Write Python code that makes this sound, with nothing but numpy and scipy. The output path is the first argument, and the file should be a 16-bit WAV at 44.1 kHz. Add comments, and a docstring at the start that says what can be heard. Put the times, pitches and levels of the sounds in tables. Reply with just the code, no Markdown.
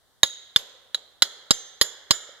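"""In a hard-walled room a hammer drives a steel chisel into a plaster mould around a metal casting.
Seven blows fall, about three a second: noise bursts crack the plaster, damped sines make chisel, mould and casting.
As the plaster loosens, the casting clanks more; some blows leave thin tones in the steel.
Floor and walls answer each blow, low pushes overload the close microphone, and one chip lands at the end.
Faint steady noise lies beneath."""
import sys
import numpy as np
from scipy import signal
from scipy.fft import rfft, irfft, next_fast_len
from scipy.io import wavfile

SR = 44100
rng = np.random.default_rng(int(sys.argv[2]) if len(sys.argv) > 2 else 0)


def store_pcm(level_fs):
    """Save levels as 16-bit WAV."""
    pcm = np.round(np.clip(level_fs, -1, 1) * 32767).astype(np.int16)
    wavfile.write(sys.argv[1], SR, np.atleast_2d(pcm).T)


N = 105840
T = np.arange(SR // 6) / SR  # s within one blow


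def amp(db):
    """Amplitude factor of a level in dB."""
    return 10 ** (np.asarray(db) / 20)


def unit(x):
    """Scale to an RMS of one."""
    return x / np.sqrt(np.mean(x ** 2) + 1e-20)


def along(points, hz):
    """Interpolate (Hz, value) points on a log frequency axis."""
    f, v = np.transpose(points)
    return np.interp(np.log(hz + 1), np.log(f + 1), v)


def tilted(points, hz, tilt_db_per_octave):
    """Gain of a dB spectrum tipped about 2.9 kHz, less steeply in the bass."""
    return amp(along(points, hz) + tilt_db_per_octave * np.log2((hz + 100) / 3000))


def fade(t, t60):
    """Exponential decay, 60 dB in t60 seconds."""
    return amp(-60 * t / t60)


def add(out, s, x):
    """Mix x into out from s seconds on."""
    part = out[..., round(s * SR):][..., :x.shape[-1]]
    part += x[..., :part.shape[-1]]


def filtered(x, response):
    """Multiply the spectrum of x by a complex response of frequency."""
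    n = x.shape[-1]
    m = next_fast_len(n + 1024, True)
    return irfft(rfft(x, m) * response(np.fft.rfftfreq(m, 1 / SR)), m)[..., :n]


CONTACT_S = 0.00056  # rise time constant


def ring(t, modes):
    """Damped sines (Hz, dB, T60 in s) that rise over the contact."""
    sines = sum(amp(db) * fade(t, t60) * np.sin(2 * np.pi * hz * t) for hz, db, t60 in modes)
    return (1 - np.exp(-t / CONTACT_S)) * sines


# Left-right likeness of sound from all sides. Each row: frequency in Hz, correlation from -1 to 1.
ROOM_LIKENESS = [(100, -0.7), (600, 0.81), (1500, 0.6), (3600, 0.11), (5100, -0.12), (7000, 0.016),
                 (10000, -.1)]


def diffuse(size):
    """Sound from all sides: noise whose mid and side shares set the left-right likeness."""
    def mid_side_gains(hz):
        angle = np.arccos(np.clip(along(ROOM_LIKENESS, hz), -1, 1)) / 2
        return np.array([np.cos(angle), np.sin(angle)])

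    mid, side = filtered(rng.standard_normal((2, size)), mid_side_gains)
    return np.array([mid + side, mid - side])


BACKGROUND_DB = -65.5
# Steady background noise as picked up, with a dip near 2.5 kHz.
# Each row: frequency in Hz, relative density in dB per Hz.
BACKGROUND_SPECTRUM = [(25, -8), (65, -3), (110, -3.5), (200, -11.5), (600, -11), (1900, -14), (2550, -30),
                       (3100, -15), (3700, -10.5), (5000, -19), (9000, -20.5), (15000, -24)]


def background():
    """Steady diffuse noise, coloured by the background spectrum."""
    noise = filtered(diffuse(N), lambda hz: amp(along(BACKGROUND_SPECTRUM, hz)))
    return amp(BACKGROUND_DB) * unit(noise)


ROOM_RISE_S = 0.005
ROOM_UNEVEN_DB = 2.5  # the room favours some frequencies by chance
WALL_S, WALL_DB, WALL_T60_S = 0.032, -3, 0.062  # nearest wall, level over the reverberation
# Reverberation time. Each row: frequency in Hz, T60 in seconds.
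ROOM_T60_S = [(150, 0.27), (500, 1.3), (1800, 1.4), (3600, 1.04), (7000, 0.67), (11000, .45), (15000, .35)]


def room(colour):
    """Answer to a burst of this colour: diffuse noise swells at a near wall and decays at each band's T60."""
    hz, t, z = signal.stft(diffuse(SR), SR, nperseg=512)
    decay = fade(t, along(ROOM_T60_S, hz)[:, None]) * (1 - np.exp(-t / ROOM_RISE_S))
    decay += amp(WALL_DB) * fade(np.abs(t - WALL_S), WALL_T60_S)
    uneven = amp(ROOM_UNEVEN_DB * rng.standard_normal(len(hz)))
    even_energy = np.sqrt(SR * np.mean(decay ** 2, axis=1, keepdims=True))
    decay *= (uneven * colour(hz))[:, None] / even_energy
    return signal.istft(z * decay, SR, nperseg=512)[1]


FLOOR_S, FLOOR_GAIN = 0.00355, 0.23
# Phase between the two microphone ports. Each row: frequency in Hz, left lead in radians.
PORT_LEAD_RAD = [(300, 0), (1000, -.45), (2000, -.6), (3800, -.8), (5100, -2.7), (6900, -5.4),
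                 (11000, -8.4), (15000, -11)]


def port_phase(hz):
    """Split the phase lead evenly between the left and right ports."""
    return np.exp(1j * np.outer([.5, -.5], along(PORT_LEAD_RAD, hz)))


def arrive(x):
    """Direct sound and a delayed floor reflection at the two microphone ports."""
    def floor(hz):
        return 1 + FLOOR_GAIN * np.exp(-2j * np.pi * hz * FLOOR_S)

    return filtered(x, lambda hz: floor(hz) * port_phase(hz))


CHIP_S, CHIP_HZ, CHIP_DB, CHIP_T60_S = 2.291, 535, -40, 0.042


def chip():
    """A loose piece of plaster drops on the earth with a dull tap: one damped sine."""
    out = np.zeros(N)
    add(out, CHIP_S, ring(T, [(CHIP_HZ, CHIP_DB, CHIP_T60_S)]))
    return out


THUMP_PEAK_S, THUMP_LAG_S = 0.002, 0.00015  # left lags right
THUMP_SAG, THUMP_SAG_S = 0.046, 0.033  # opposite offset, slow recovery
# Microphone overloads. Each row: start in seconds, level in dB, swing in Hz.
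OVERLOAD_PUSHES = [(0.233, -15.5, 45), (0.5614, -15, 40), (1.5072, -6.5, 190), (1.8138, -18.5, 29.85),
                   (2.1073, -10, 45)]


def thumps():
    """Hard blows overload the microphone: one low push and sag, nearly opposite in the two channels."""
    out, u = np.zeros((2, N)), T / THUMP_PEAK_S
    sag = THUMP_SAG * (1 - np.exp(-u)) * np.exp(-T / THUMP_SAG_S)
    for s, db, swing_hz in OVERLOAD_PUSHES:
        swing = np.cos(2 * np.pi * swing_hz * (T - THUMP_PEAK_S / 2))
        push = amp(db) * ((u * np.exp(1 - u)) ** 2 * swing - sag)
        add(out[0], s + THUMP_LAG_S, -push)
        add(out[1], s, push)
    return out


WAVER_DB, WAVER_PER_S = 3, 70  # standard deviation, knots per second
# Steel left ringing by a blow. Each row: start in seconds, frequency in Hz, level in dB, T60 in seconds.
STEEL_RINGS = [(0.2320, 6664, -33, 0.49), (0.2320, 3768, -39, 0.67), (0.231, 3810, -35.5, 0.6),
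               (0.2320, 6690, -34.5, 0.38), (0.231, 11230, -41.5, .25), (0.5625, 11300, -42, .25),
               (0.9458, 3906, -53, 0.66), (0.5614, 6330, -65, .6), (1.2220, 3360, -42.5, 0.58),
               (1.8125, 3360, -43, 0.54), (1.223, 7103, -53, 0.39), (1.5077, 6290, -33.5, 0.63),
               (1.5084, 7150, -38.5, 0.43), (1.814, 7103, -30, 0.37), (1.8127, 6310, -38.5, 0.41),
               (1.8138, 11262, -11.5, .05), (1.8134, 11280, -39.5, 0.32), (2.11, 7103, -30.5, 0.43)]


def steel():
    """Thin, long damped sines in the metal, whose levels waver per channel in the room's echoes."""
    out, t = np.zeros((2, N)), np.arange(SR * 2 // 3) / SR
    for s, hz, db, t60 in STEEL_RINGS:
        knots = rng.standard_normal((2, 64))
        waver_db = [WAVER_DB * np.interp(t * WAVER_PER_S, np.arange(64), k) for k in knots]
        add(out, s, ring(t, [(hz, db, t60)]) * amp(waver_db))
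    return filtered(out, port_phase)


# Plaster body. Each row: multiple of the knock pitch, relative level in dB, T60 in seconds.
MOULD_MODES = [(0.351, -12.5, 0.018), (1, -0.5, .010)]


def mould(knock_hz, knock_db):
    """The plaster body knocks: short damped sines at multiples of the knock pitch."""
    return ring(T, [(k * knock_hz, db + knock_db, t60) for k, db, t60 in MOULD_MODES])


# Casting, damped by its plaster jacket. Each row: frequency in Hz, relative level in dB, T60 in seconds.
CASTING_MODES = [(3095, -15.5, .035), (3366, -14.5, .04), (3827, -19.5, .03), (4228, -8.5, 0.034),
                 (4910, -6, 0.021), (5020, -5.5, 0.05), (6324, -9.5, .04), (7385, -17.5, 0.039),
                 (7450, -6.5, 0.037), (11250, -28.5, .04), (14000, -26.5, .02)]


def casting(clank_db, tilt_db_per_octave, pivot_hz):
    """The metal clanks: fixed damped modes, tipped about the chisel pitch."""
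    modes = [(f, db + clank_db + tilt_db_per_octave * np.log2(f / pivot_hz), t60)
             for f, db, t60 in CASTING_MODES]
    return ring(T, modes)


CHISEL_T60_S = 0.026  # the gloved hand damps it
# Chisel overtones. Each row: frequency in Hz, relative level in dB, T60 in seconds.
CHISEL_OVERTONES = [(3684, -14, .04), (6722, -11.5, 0.039), (10250, -18.5, 0.028), (11230, -23.5, 0.041),
                    (15600, -24.5, .025)]


def chisel(hz, clack_db, overtones_db):
    """The struck steel clacks: a damped sine at its pitch plus fixed overtones."""
    return ring(T, [(hz, clack_db, CHISEL_T60_S)]) + amp(overtones_db) * ring(T, CHISEL_OVERTONES)


CRACK_T60_S, SCATTER_DB = 0.031, -7  # scatter: share of the crack arriving from all sides
CRUMBLE_DB, CRUMBLE_T60_S, CRUMBS_PER_S = -22.5, 0.11, 1500  # dust and crumbs
# Breaking plaster as picked up. Each row: frequency in Hz, relative density in dB per Hz.
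CRACK_SPECTRUM = [(100, -15), (300, -9), (520, 1.5), (780, -4), (1150, -0.5), (1900, 3.5), (2550, -13),
                  (3200, 7), (4200, 6), (5600, -3.5), (7400, -5), (8700, -18), (11000, -3.5), (13500, -27),
                  (15000, -11.5), (16500, -26)]


def plaster(tilt_db_per_octave):
    """Breaking plaster: a noise burst with a faint spray of random impulses, both in the crack's colour."""
    def colour(hz):
        return tilted(CRACK_SPECTRUM, hz, tilt_db_per_octave)

    direct = arrive(rng.standard_normal(len(T)))
    crack = unit(filtered(direct + amp(SCATTER_DB) * diffuse(len(T)), colour))
    impulses = rng.standard_normal(len(T)) * (rng.random(len(T)) < CRUMBS_PER_S / SR)
    crumbs = unit(filtered(arrive(impulses), colour))
    return crack * fade(T, CRACK_T60_S) + amp(CRUMBLE_DB) * crumbs * fade(T, CRUMBLE_T60_S)


SPILL_DB, CHISEL_WET_DB, CHISEL_WIDTH_HZ = 0.5, 6, 780  # the room also holds the chisel's pitch
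# Colour of the room's answer as the microphone picks it up, with dips near 2.5 and 8.4 kHz.
# Each row: frequency in Hz, relative level in dB.
ROOM_ANSWER_SPECTRUM = [(100, -15.5), (250, -12.5), (480, 3.5), (750, -2.5), (1150, -3.5), (1500, 0),
                        (1900, 0.5), (2250, -5.5), (2550, -23.5), (2850, -5), (3300, 10), (4100, 3),
                        (4550, -6), (5050, 0), (5700, -7.5), (6400, 2), (7500, -0.5), (8400, -26),
                        (10200, -9.5), (11300, -13.5), (13200, -25.5), (14800, -14.5), (16500, -28)]


def blow_in_room(hz, clack_db, spill_db, spill_tilt_db):
    """The room answers the blow with its broad colour and a resonant peak at the chisel pitch."""
    def colour(f):
        broad = amp(SPILL_DB + spill_db) * tilted(ROOM_ANSWER_SPECTRUM, f, spill_tilt_db)
        pitched = amp(clack_db + CHISEL_WET_DB) / (1 + (2 * (f - hz) / CHISEL_WIDTH_HZ) ** 2)
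        return np.hypot(broad, pitched)

    return room(colour)


# Hammer blows. Each row: start in seconds, chisel pitch in Hz, chisel clack in dB, chisel overtones in dB,
# plaster crack in dB, crack tilt in dB per octave, mould knock in Hz, knock in dB, casting clank in dB,
# clank tilt in dB per octave, left minus right in dB, spill into the room in dB, spill tilt in dB per octave.
HAMMER_BLOWS = [(0.2320, 3798, 4, 1, -7, -1, 1043, -16.5, -9, -16, 0, -4, 1.14),
                (0.5613, 3540, 0.5, -14, -10.5, 0.5, 1520, -9.5, -8.5, -5.5, 0, -4, -.5),
                (0.9456, 3907, -9, -20, -23, 0.9, 1393, -22.5, -21.5, -18.5, -1, -13.5, -2.5),
                (1.2220, 4005, 0, -10, -7, 2, 1450, -8.5, -6, -3.5, -2, -1, 0),
                (1.5077, 3888, -2.5, -11, -8.5, 0, 1244, -6.5, -8, 8.5, 1, 0, 0.57),
                (1.8127, 3975, -11, -4.5, -8, 0.5, 1150, -17.5, -3.5, -8, -1.5, 1, -0.5),
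                (2.1084, 4024, -9, -9.5, -8, 1, 1067, -4.5, -4, -1.5, -1, 2, 0.2)]


def blows():
    """Each blow sounds chisel, mould, casting and plaster at once, and washes through the room."""
    out = np.zeros((2, N))
    for (s, hz, clack_db, overtones_db, crack_db, crack_tilt_db, knock_hz, knock_db,
         clank_db, clank_tilt_db, pan_db, spill_db, spill_tilt_db) in HAMMER_BLOWS:
        struck = chisel(hz, clack_db, overtones_db) + casting(clank_db, clank_tilt_db, hz)
        struck += mould(knock_hz, knock_db)
        near = arrive(struck) + amp(crack_db) * plaster(crack_tilt_db)
        add(out, s, near * amp(pan_db * np.array([[.5], [-.5]])))
        add(out, s, blow_in_room(hz, clack_db, spill_db, spill_tilt_db))
    return out


# Stereo balance of the work. Each row: frequency in Hz, left minus right in dB.
WORK_BALANCE_DB = [(100, -3), (600, -2), (1400, -.5), (3700, -3.5), (5200, -2.5), (7200, -6), (11000, -7),
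                   (15000, -2.5)]


def scene():
    """The work is heard a little to the right, over steady background noise."""
    work = blows() + steel() + chip() + thumps()
    placed = filtered(work, lambda hz: amp(np.outer([.5, -.5], along(WORK_BALANCE_DB, hz))))
    return placed + background()


CLIP_KNEE, TOP_HZ = 9.6, 15600  # knee exponent (higher is harder), band limit


def record(dry):
    """Peaks saturate at full scale; the response then falls steeply above the band limit."""
    clipped = dry / (1 + np.abs(dry) ** CLIP_KNEE) ** (1 / CLIP_KNEE)
    return filtered(clipped, lambda hz: 1 / np.sqrt(1 + (hz / TOP_HZ) ** 120))


dry = scene()
out = record(dry)
store_pcm(out)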